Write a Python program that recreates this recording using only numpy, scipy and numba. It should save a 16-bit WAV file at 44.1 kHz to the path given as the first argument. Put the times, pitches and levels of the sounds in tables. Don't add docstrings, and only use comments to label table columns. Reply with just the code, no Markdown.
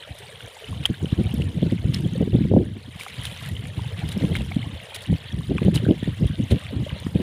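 import sys
import numpy as np
from scipy import signal
from scipy.fft import rfft, irfft, next_fast_len
from scipy.io import wavfile
from scipy.ndimage import uniform_filter1d, minimum_filter1d
from numba import njit

SR = 44100
rng = np.random.default_rng(int(sys.argv[2]) if len(sys.argv) > 2 else 0)


def master(y):
    cut = np.clip(np.atleast_2d(y).T, -1, 1)
    pcm = np.round(cut * 32767)
    wavfile.write(sys.argv[1], SR, pcm.astype(np.int16))


def invert_db(level):
    return 10 ** (np.asarray(level, dtype=float) / 20)


N = 318381


def level(x, db):
    return x * invert_db(db) / np.sqrt(np.mean(x ** 2))


def columns(table):
    return np.ascontiguousarray(np.transpose(table), float)


def curve(table):
    s, *values = np.transpose(table)
    return [np.interp(np.arange(N) / SR, s, v) for v in values]


def colour(x, table):
    hz, db = np.transpose(table)
    size = next_fast_len(N)
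    f = np.arange(size // 2 + 1) * SR / size + 1
    gain = invert_db(np.interp(np.log(f), np.log(hz), db))
    return irfft(rfft(x, size) * gain, size)[:N]


def walk(rate_hz):
    hold = int(SR / rate_hz)
    steps = np.repeat(rng.standard_normal(N // hold + 1), hold)[:N]
    return uniform_filter1d(steps, hold) * np.sqrt(1.5)


def random_phase(count):
    return 2 * np.pi * rng.random(count)


@njit
def grains(s, hz, size, rise, fall, bend, glide, phase):
    y = np.zeros(N)
    for k in range(len(s)):
        first = max(int((s[k] - 3 * rise[k]) * SR), 0)
        last = min(int((s[k] + 7 ** (1 / bend) * fall[k]) * SR), N)
        for i in range(first, last):
            t = i / SR - s[k]
            e = (t / rise[k]) ** 2 if t < 0 else (t / fall[k]) ** bend
            angle = phase[k] + 2 * np.pi * hz[k] * t * (1 + glide[k] * t / 2)
            y[i] += size[k] * np.exp(-e) * np.sin(angle)
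    return y


def lumps(s, db, rise_s, fall_s, bend=1.1):
    zero = 0 * s
    return grains(s, zero, invert_db(db), rise_s + zero, fall_s + zero, bend, zero, np.pi / 2 + zero)


def swarm(count, lo_hz, hi_hz, cycles, spread_db, glide, bend=0.56):
    when, pitch, length, rarity, slide, turn = rng.random((count, 6)).T
    hz = lo_hz * (hi_hz / lo_hz) ** pitch
    fall = cycles * (.5 + length) / hz
    rise = fall if bend > 1 else fall / 3
    size = invert_db(-spread_db * np.log(rarity + 0.0048)) * np.sqrt(hz)
    y = grains(when * N / SR, hz, size, rise, fall, bend, glide * slide / fall, 2 * np.pi * turn)
    return level(y, 0)


def split(x):
    # f/Hz, density/dB
    water = [(600, -9), (900, -7), (1300, -9.5), (2000, -1.5), (2500, -3.5), (3050, 2.5), (3700, -1),
             (4800, -14.5), (6000, -18.5), (7100, -17), (8100, -18.5), (9400, -11.5), (11500, -21),
             (15500, -26), (16000, -70)]
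    mix = colour(x, water)
    body = colour(mix, [(4500, 1.0), (5500, -88)])
    return level(body, 0), level(mix - body, 0)


def insect():
    buzz = (.335, .145, 8150, -62.5)
    end_s, length_s, hz, db = buzz
    period_s = .29
    t = np.arange(N) / SR
    left_s = (end_s - t) % period_s
    gate = np.clip(np.minimum(left_s, length_s - left_s) * 100, 0, 1) * (t < end_s)
    return invert_db(db) * gate * (1.2 + walk(700)) * np.sin(2 * np.pi * hz * t)


def wind_bed(gust_db):
    slow = swarm(count=1500, lo_hz=37.0, hi_hz=217, cycles=0.68, spread_db=2.5, glide=0.038, bend=1.64)
    slow = colour(slow, [(30, -50), (60, -8.0), (100, 4.5), (300, -8.0)])
    fast = swarm(count=2500, lo_hz=158.0, hi_hz=890, cycles=0.56, spread_db=3.5, glide=0.073, bend=1.1)
    fast = colour(fast, [(150, -2.5), (350, -14.0), (900, -59), (1500, -54)])
    mix = level(slow, -1.7) + level(fast, -8) * invert_db(1.02 * (gust_db + 27))
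    return invert_db(gust_db + 2.0 * walk(28)) * mix


def ripples():
    # t/s, level/dB, f/Hz
    small = [(0.111, -28.0, 129), (0.706, -24, 149), (0.733, -23.5, 140), (0.922, -25.0, 170),
             (1.068, -21, 140), (1.379, -26, 139), (1.427, -28, 119), (1.492, -22, 109), (1.606, -31, 120),
             (1.696, -23, 150), (1.745, -20, 150), (1.762, -17, 160), (1.782, -34, 120),
             (1.919, -22.5, 130), (1.942, -22, 130), (1.97, -15.5, 150), (2.035, -19, 150),
             (2.058, -16.5, 171), (2.087, -23, 140), (2.137, -21, 180), (2.18, -19, 160), (2.299, -20, 160),
             (2.315, -24.0, 140), (2.334, -14.5, 140), (2.373, -18, 130), (2.389, -18.0, 170),
             (2.437, -23, 140), (2.454, -16.5, 170), (2.573, -5, 212), (2.59, -10, 180),
             (2.685, -26.0, 130), (2.714, -28, 180), (3.429, -34, 110), (3.473, -28, 120),
             (3.517, -24, 130), (3.683, -26, 130), (3.782, -20, 130), (3.817, -23, 119),
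             (3.868, -19.5, 118), (3.892, -31, 130), (4.039, -19, 140), (4.092, -21, 159),
             (4.378, -22, 130), (4.519, -29.0, 170), (4.633, -22, 120), (4.701, -29.5, 190),
             (4.742, -25.5, 129), (5.111, -11, 157), (5.152, -21, 140), (5.495, -19.5, 170),
             (5.602, -29, 110), (5.662, -9, 180), (5.713, -17, 160), (5.803, -18.5, 130), (5.873, -12, 140),
             (6.319, -29, 150), (6.749, -29, 160), (7.052, -23, 150)]
    s, db, hz = columns(small)
    rise = 0.8 / hz
    return grains(s, hz, invert_db(db), rise, 1.14 * rise, 2.2, 0 * s, random_phase(len(s)))


def snaps():
    # t/s, level/dB, f/Hz
    fronts = [(1.1966, -25.0, 460), (1.4002, -24.5, 444), (1.5845, -28.5, 530), (1.6302, -22, 510),
              (1.6629, -23, 476), (1.7268, -22, 420), (1.8437, -28, 500), (2.0635, -31, 480),
              (2.2139, -17.5, 477), (2.2262, -14.5, 456), (2.2782, -29.5, 480), (2.3332, -26, 460),
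              (2.3479, -27, 470), (2.3565, -22, 490), (2.3867, -28, 510), (2.4552, -29.0, 470),
              (2.5163, -16, 460), (2.5254, -22, 470), (2.539, -13, 590), (2.5657, -10, 560),
              (2.5789, -18, 490), (2.6114, -20.5, 480), (4.1699, -26, 466), (4.211, -28.5, 570),
              (4.2378, -22, 480), (4.4088, -29.5, 580), (4.5673, -27, 494), (5.129, -25.0, 510),
              (5.5172, -29, 520), (5.5537, -32, 450), (5.6193, -25.5, 480), (5.6289, -25.0, 500),
              (5.6516, -27.0, 480), (5.6836, -17.5, 540), (1.0465, -23, 410), (5.8663, -20.0, 487),
              (5.8888, -24, 460), (5.9014, -31, 530), (5.9093, -19.5, 577), (5.9194, -23, 464),
              (6.0286, -29.5, 510), (6.0771, -24, 480), (6.2434, -23.5, 480), (6.4006, -28.5, 470),
              (6.5118, -24, 540), (6.523, -17.5, 480), (6.5322, -22.5, 490), (6.5459, -28, 530),
              (6.7311, -27.5, 465), (7.1587, -18, 457), (7.1983, -24, 460)]
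    s, db, hz = columns(fronts)
    return grains(s, 0.86 * hz, invert_db(db + 4), 0.54 / hz, 1 / hz, 1.67, -.08 * hz, random_phase(len(s)))


def eddies(gust_db, churn):
    # t/s, level/dB,
    # f/Hz, length/ms
    big_eddies = [(.113, -29.5, 121, 18), (.45, -34, 100, 27), (.706, -20.5, 140, 18), (.811, -25, 139, 31),
                  (.905, -14.5, 205, 10.6), (1.04, -16, 163, 20), (1.131, -11.5, 172, 6.7),
                  (1.195, -13, 171, 18), (1.344, -17, 210, 5.1), (1.401, -14, 138, 40),
                  (1.491, -21.5, 103, 9.5), (1.574, -17.5, 155, 24), (1.632, -11.5, 202, 16),
                  (1.668, -14.5, 141, 22), (1.728, -11.5, 199, 9.3), (1.896, -16, 133, 51),
                  (1.969, -26, 142, 15), (2.005, -18, 169, 21), (2.059, -15, 177, 24),
                  (2.181, -19.5, 170, 20), (2.211, -9.5, 198, 7.2), (2.23, -9.5, 192, 10),
                  (2.278, -17, 242, 8.6), (2.351, -8, 188, 21), (2.414, -12.5, 190, 10),
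                  (2.454, -15, 168, 7.6), (2.547, -10, 207, 16), (2.573, -8, 221, 12),
                  (2.611, -15, 245, 28), (2.517, -14.5, 208, 14),
                  (2.671, -25.5, 214, 39), (2.771, -27, 194, 20), (1.263, -21, 133, 16),
                   (2.885, -33, 230, 15), (1.855, -16, 150, 6.4), (2.389, -17.5, 183, 5.4),
                   (4.377, -19.5, 121, 18), (1.212, -14.5, 208, 13), (5.1, -16.5, 148, 22),
                   (3.32, -41, 121, 33), (3.428, -34, 106, 13), (3.993, -28, 161, 15),
                   (2.96, -30.5, 124, 8.1), (3.195, -25.5, 107, 16), (3.53, -24.5, 105, 35),
                   (3.645, -28, 150, 9.9), (3.782, -22, 126, 15), (3.869, -27, 117, 7.8),
                   (4.056, -20, 134, 35), (4.172, -16.5, 182, 15), (4.246, -13, 179, 38),
                   (4.319, -13.5, 162, 21), (4.411, -19, 134, 17), (4.568, -12, 195, 7),
                   (4.675, -22, 145, 15), (4.74, -21.5, 116, 15), (5.131, -10.5, 158, 20),
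                  (5.34, -18, 122, 16), (5.395, -19.5, 143, 42), (5.516, -13.5, 265, 20),
                 (5.559, -17.5, 190, 16), (5.621, -14.5, 173, 7.9), (5.661, -10, 168, 18),
                 (5.686, -6, 170, 16), (5.764, -11, 141, 14), (5.841, -17.5, 201, 25),
                 (5.889, -13, 217, 7.2), (5.911, -8.5, 238, 28.5), (6.031, -16.5, 178, 5.1),
                 (6.084, -13.5, 164, 19), (6.227, -10.5, 173, 24), (6.258, -10.5, 110, 10),
                 (6.305, -16.5, 139, 9.8), (6.403, -16, 198, 22), (6.439, -21, 125, 18),
                 (6.523, -12, 203, 17.3), (6.54, -12.5, 140, 22), (6.564, -22, 171, 24),
                 (6.733, -22.5, 203, 14), (6.766, -19, 132, 15), (6.804, -17, 116, 40),
                 (6.828, -18, 178, 8.6), (6.931, -19, 137, 10.3), (7.069, -16, 179, 4.8),
                 (7.16, -11, 170, 11), (7.205, -17, 230, 24)]
    s, db, hz, ms = columns(big_eddies)
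    half = np.clip(ms, 6, 40) * 0.00051
    core = np.minimum(half, 1.04 / hz)
    slide, turn, lag, wake_turn, scatter = rng.random((len(s), 5)).T
    thump = grains(s, hz, invert_db(db), core, 1.3 * core, 3.4, (slide - .5) * .5 / core, 2 * np.pi * turn)
    wake = grains(s + lag * half, hz * .55, invert_db(db - 10), 1.6 * core, 2.2 * core, 2., 0 * s,
                  2 * np.pi * wake_turn)
    swirl = churn * lumps(s, db - 8.5, 1.86 * half, 1.4 * half)
    flutter_db = -17.5 + 12 * np.log2(hz / 160) + (scatter - .5)
    flutter_db = flutter_db + 0.41 * (gust_db[(s * SR).astype(int)] + 30.5)
    flutter = colour(rng.standard_normal(N),
                     [(180, -21.0), (320, 4.5), (600, -16.0), (900, -32.0), (1300, -69)])
    edge = level(flutter, 0) * lumps(s, db + flutter_db, 1.61 * half, 1.1 * half)
    return thump + wake + swirl + edge


def wind():
    # t/s, level/dB
    gusts = [(0, -58), (.25, -47), (.57, -62), (.72, -36.5), (1.15, -28.5), (2.44, -26), (2.56, -22),
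             (2.72, -33.5), (3.0, -48.5), (3.26, -36), (4.08, -32.5), (4.25, -25.5), (4.67, -31),
             (4.9, -49), (5.27, -38.5), (5.64, -24), (6.05, -34), (7.22, -34)]
    gust_db, = curve(gusts)
    churn = colour(rng.standard_normal(N),
                   [(30, -19.5), (80, 7.0), (170, 2.0), (300, -2.0), (500, -47.0)])
    churn = level(churn, 0)
    floor = invert_db(-58) * colour(churn, [(100, 0), (190, -16)])
    flow = wind_bed(gust_db) + floor + eddies(gust_db, churn) + snaps() + ripples()
    return colour(flow, [(25, -11), (55, 0.5), (1100, 1.5), (1800, -50)])


def ticks():
    # t/s, level/dB, f/Hz
    bursts = [(0.1874, -31, 10300), (5.184, -37, 4600), (0.4625, -38, 6000), (0.4841, -37, 8800),
              (1.0289, -37, 7000), (1.2382, -37, 9300), (1.2606, -38, 9500), (1.3412, -27, 12000),
              (1.3828, -37, 9500), (1.4435, -37, 9600), (1.7208, -37, 8700), (2.0079, -34, 11100),
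              (2.075, -37, 7300), (2.1351, -37, 6460), (2.1795, -35, 8200), (3.0007, -40, 9200),
              (3.0251, -40, 9500), (3.0843, -40, 6700), (3.2151, -36.5, 9900), (3.2356, -26.0, 10700),
              (3.2568, -27, 10000), (3.2634, -35, 9900), (3.3196, -38, 8600), (3.375, -35, 5950),
              (3.4501, -38.0, 8600), (3.4731, -37, 8300), (3.4892, -27, 11400), (3.6717, -35, 9700),
              (4.177, -36, 11500), (3.9789, -38, 9900), (4.1255, -32, 7350), (4.1775, -35, 5300),
              (4.547, -36, 10000), (4.2382, -35, 9100), (4.2509, -41, 6100), (4.3536, -31.5, 8400),
              (4.4204, -36, 8160), (4.9482, -25.5, 10200), (5.008, -38, 9600), (5.0318, -38.0, 7700),
              (5.0643, -35, 9100), (5.1301, -38.5, 8800), (5.326, -37, 5600), (5.6493, -33, 8900),
              (5.7534, -30, 8950), (6.2691, -32, 9350), (6.4402, -35.0, 6300), (6.5094, -28.5, 9200),
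              (6.5207, -37, 9600), (6.5949, -34, 8460), (6.6379, -35, 8500), (7.0017, -31, 9000)]
    s, db, hz = columns(bursts)
    fall = 6 / hz
    ring = grains(s, hz, invert_db(db - 0.4), 0.27 * fall, fall, 1.1, 0 * s, random_phase(len(s)))
    _, spray = split(rng.standard_normal(N))
    return ring + spray * lumps(s, db - 13, .0006, .0018, bend=.9)


def drops():
    # t/s, level/dB, f/Hz, spray/dB
    single = [(0.4065, -38, 1500, -23), (0.644, -29.5, 2900, -35.5), (0.8554, -5.5, 3130, -36),
              (0.942, -34, 1600, -23), (1.0578, -27, 3020, -24), (1.3112, -34, 2760, -14),
              (1.4208, -25.5, 2860, -25), (1.628, -32, 3430, -27), (1.9457, -20, 5200, -17),
              (2.3224, -35.5, 2820, -28), (3.0105, -26, 2280, -32), (3.0825, -29.5, 2190, -23),
              (3.2536, -21.5, 3500, -29), (3.2686, -26, 3030, -22), (3.567, -26, 3070, -37),
              (4.1182, -26.5, 3830, -29), (4.3547, -20, 2060, -26), (4.409, -29.5, 2700, -20),
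              (4.5199, -25.5, 2220, -31), (4.6297, -31.5, 2200, -27), (4.946, -27.5, 4000, -14),
              (4.9608, -31, 3500, -10), (5.583, -22.5, 2460, -26), (5.7585, -19.5, 3920, -19),
              (5.776, -20, 2980, -43), (5.8535, -30, 1540, -19), (5.911, -28, 3060, -30),
              (6.5127, -26.5, 4050, -24), (6.894, -26.5, 2950, -22), (7.0683, -36, 1830, -24)]
    # t/s, level/dB, length/ms, spray/dB
    splashes = [(.19, -44, 9.4, -1.5), (0.841, -37, 12, -11), (0.859, -48.5, 4.7, 16.5),
                (1.942, -33, 7, -1), (1.965, -37.5, 15, -14), (2.96, -46, 18, -3), (5.03, -45, 21, -3),
                (3.02, -38.5, 47, -4.5), (3.257, -37.5, 41, -5), (3.465, -40, 20, -5), (4.122, -38, 16, -6),
                (4.369, -32, 21, -11), (4.955, -33, 12, -4.5), (5.755, -31, 14, -1.5),
                (6.519, -35.5, 22, -10), (4.089, -39, 5, -3), (3.995, -36.5, 24, -11),
                (3.4255, -37, 4.5, -8)]
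    s, db, hz, spray_db = columns(single)
    fall = 4.5 / hz
    slide, turn = rng.random((len(s), 2)).T
    ring = grains(s, hz, invert_db(db + 2.5), .35 * fall, 1.2 * fall, 1.25, .015 * slide / fall,
                  2 * np.pi * turn)
    tail = lumps(s + 0.0039, db - 14.5, 0.0015, 0.0032, bend=1.)
    mist = lumps(s, db + spray_db + 4, .0007, .0016, bend=1.)

    s, db, ms, spray_db = columns(splashes)
    half = np.clip(ms, 4, 40) / 1000
    ragged = level(invert_db(3.6 * walk(250)), 0)
    tail = tail + ragged * lumps(s, db, 0.95 * half, half, bend=0.71)
    mist = mist + ragged * lumps(s, db + spray_db, 0.61 * half, 0.75 * half, bend=0.85)

    body, spray = split(rng.standard_normal(N) * invert_db(2.6 * walk(600)))
    return ring + tail * body + mist * spray


def plops():
    # t/s, level/dB, f/Hz
    gulps = [(.293, -39, 550), (.476, -37, 630), (.569, -34, 825), (.729, -32.5, 1040), (2.157, -23.5, 495),
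             (2.998, -35, 1030), (3.068, -31, 765), (3.794, -30, 917), (4.516, -30.5, 715),
             (5.586, -26, 1080), (5.882, -33, 1500), (5.0738, -29, 3530), (5.715, -37, 1700),
             (5.848, -29, 3650), (5.866, -34, 1550), (3.945, -37, 1800), (3.847, -36, 840),
             (1.963, -31, 2200), (6.867, -24, 562), (6.912, -35, 1000), (6.964, -32, 560), (6.71, -33, 560),
             (5.41, -37, 1060), (6.905, -36, 1490), (7.066, -32, 980)]
    s, db, hz = columns(gulps)
    fall = 3.3 / hz
    return grains(s, hz, invert_db(db), .35 * fall, fall, 1.3, .06 / fall, 0 * s)


def slaps():
    # t/s, level/dB, centre f/Hz
    hits = [(4.2529, -21, 2770), (0.85, -29, 1300), (7.068, -31, 1210), (1.42, -26, 2600),
            (1.9415, -16, 3020), (1.945, -11.5, 4270), (1.9465, -20, 3600), (3.9778, -32, 3600),
            (3.065, -23, 1230), (4.4196, -25, 3220), (6.56, -24, 3020), (4.3535, -13, 2000),
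            (4.518, -31, 1170), (5.389, -28, 3330), (5.582, -21, 1520), (5.632, -24.5, 2400),
            (5.662, -26.5, 2980), (5.736, -29, 2700), (5.747, -29, 3000), (5.836, -36, 2100),
            (5.922, -28, 3000), (6.356, -25, 3440), (6.667, -23, 2410), (1.713, -26, 3180),
            (3.655, -24.5, 2160), (4.802, -26, 2220), (5.0394, -28, 4200), (6.903, -24, 2200)]
    s, db, hz = columns(hits)
    fall = 1.2 / hz
    return grains(s, hz, invert_db(db), 0.71 * fall, fall, 0.8, 0 * s, random_phase(len(s)))


def slosh():
    # t/s, level/dB
    effort = [(0, -44), (.6, -43.5), (1.37, -43), (1.6, -44.5), (2.15, -43.5), (2.54, -46.5), (2.75, -50.5),
              (2.93, -45.5), (3.1, -40.5), (3.35, -39.5), (3.7, -43.5), (4.1, -41.5), (4.45, -41),
              (4.68, -44.5), (4.9, -42.5), (5.27, -45.5), (5.6, -43.5), (7.22, -43.5)]
    water_db, = curve(effort)
    spray_db = -12 + 0.12 * (water_db + 43.0)
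    burble_db = -49.5 + 0.62 * (water_db + 43) + 3.5 * walk(5)

    fizz = swarm(count=11000, lo_hz=894.0, hi_hz=15490, cycles=4.8, spread_db=3.0, glide=0.019)
    fizz = colour(fizz, [(900, 12.4), (15000, 17)])
    pops_per_s = 450
    pops = rng.random(N) < pops_per_s / SR
    pops = pops * invert_db(3.5 * np.minimum(rng.exponential(size=N), 3.8))
    crackle = signal.filtfilt([1], [1, -.92], pops) * rng.standard_normal(N)
    crackle = level(crackle, -6.5) * invert_db(0.35 * (water_db + 41.5))
    hiss = rng.standard_normal(N) * invert_db(1.14 * walk(30))

    body, spray = split(level(fizz, -1.7) + crackle + level(hiss, -4.5))
    body = body * invert_db(1.41 * walk(12))
    spray = spray * invert_db(1.4 * walk(36))
    burble = swarm(count=2200, lo_hz=377.5, hi_hz=1254, cycles=2.66, spread_db=3.5, glide=0.081)
    burble = level(colour(burble, [(250, -6), (450, 5.0), (800, 1.0), (1300, -14.5)]), 0)
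    return invert_db(water_db + 0.5) * (body + invert_db(spray_db) * spray) + invert_db(burble_db) * burble


def scene():
    water = slosh() + drops() + plops() + slaps()
    bounce = np.roll(water, int(0.0043 * SR))
    return (water + invert_db(-24.5) * bounce + wind() + insect() + ticks())[None]


def roll_off(x):
    return signal.sosfilt(signal.butter(12, 15800, fs=SR, output="sos"), x)


def record(dry):
    hold = int(.012 * SR)
    gain = np.minimum(1, .95 / (np.abs(dry) + 1e-9))
    gain = uniform_filter1d(minimum_filter1d(gain, hold), hold)
    return roll_off(np.tanh(0.37 * gain * dry) / 0.42)


dry = scene()
out = record(dry)
master(out)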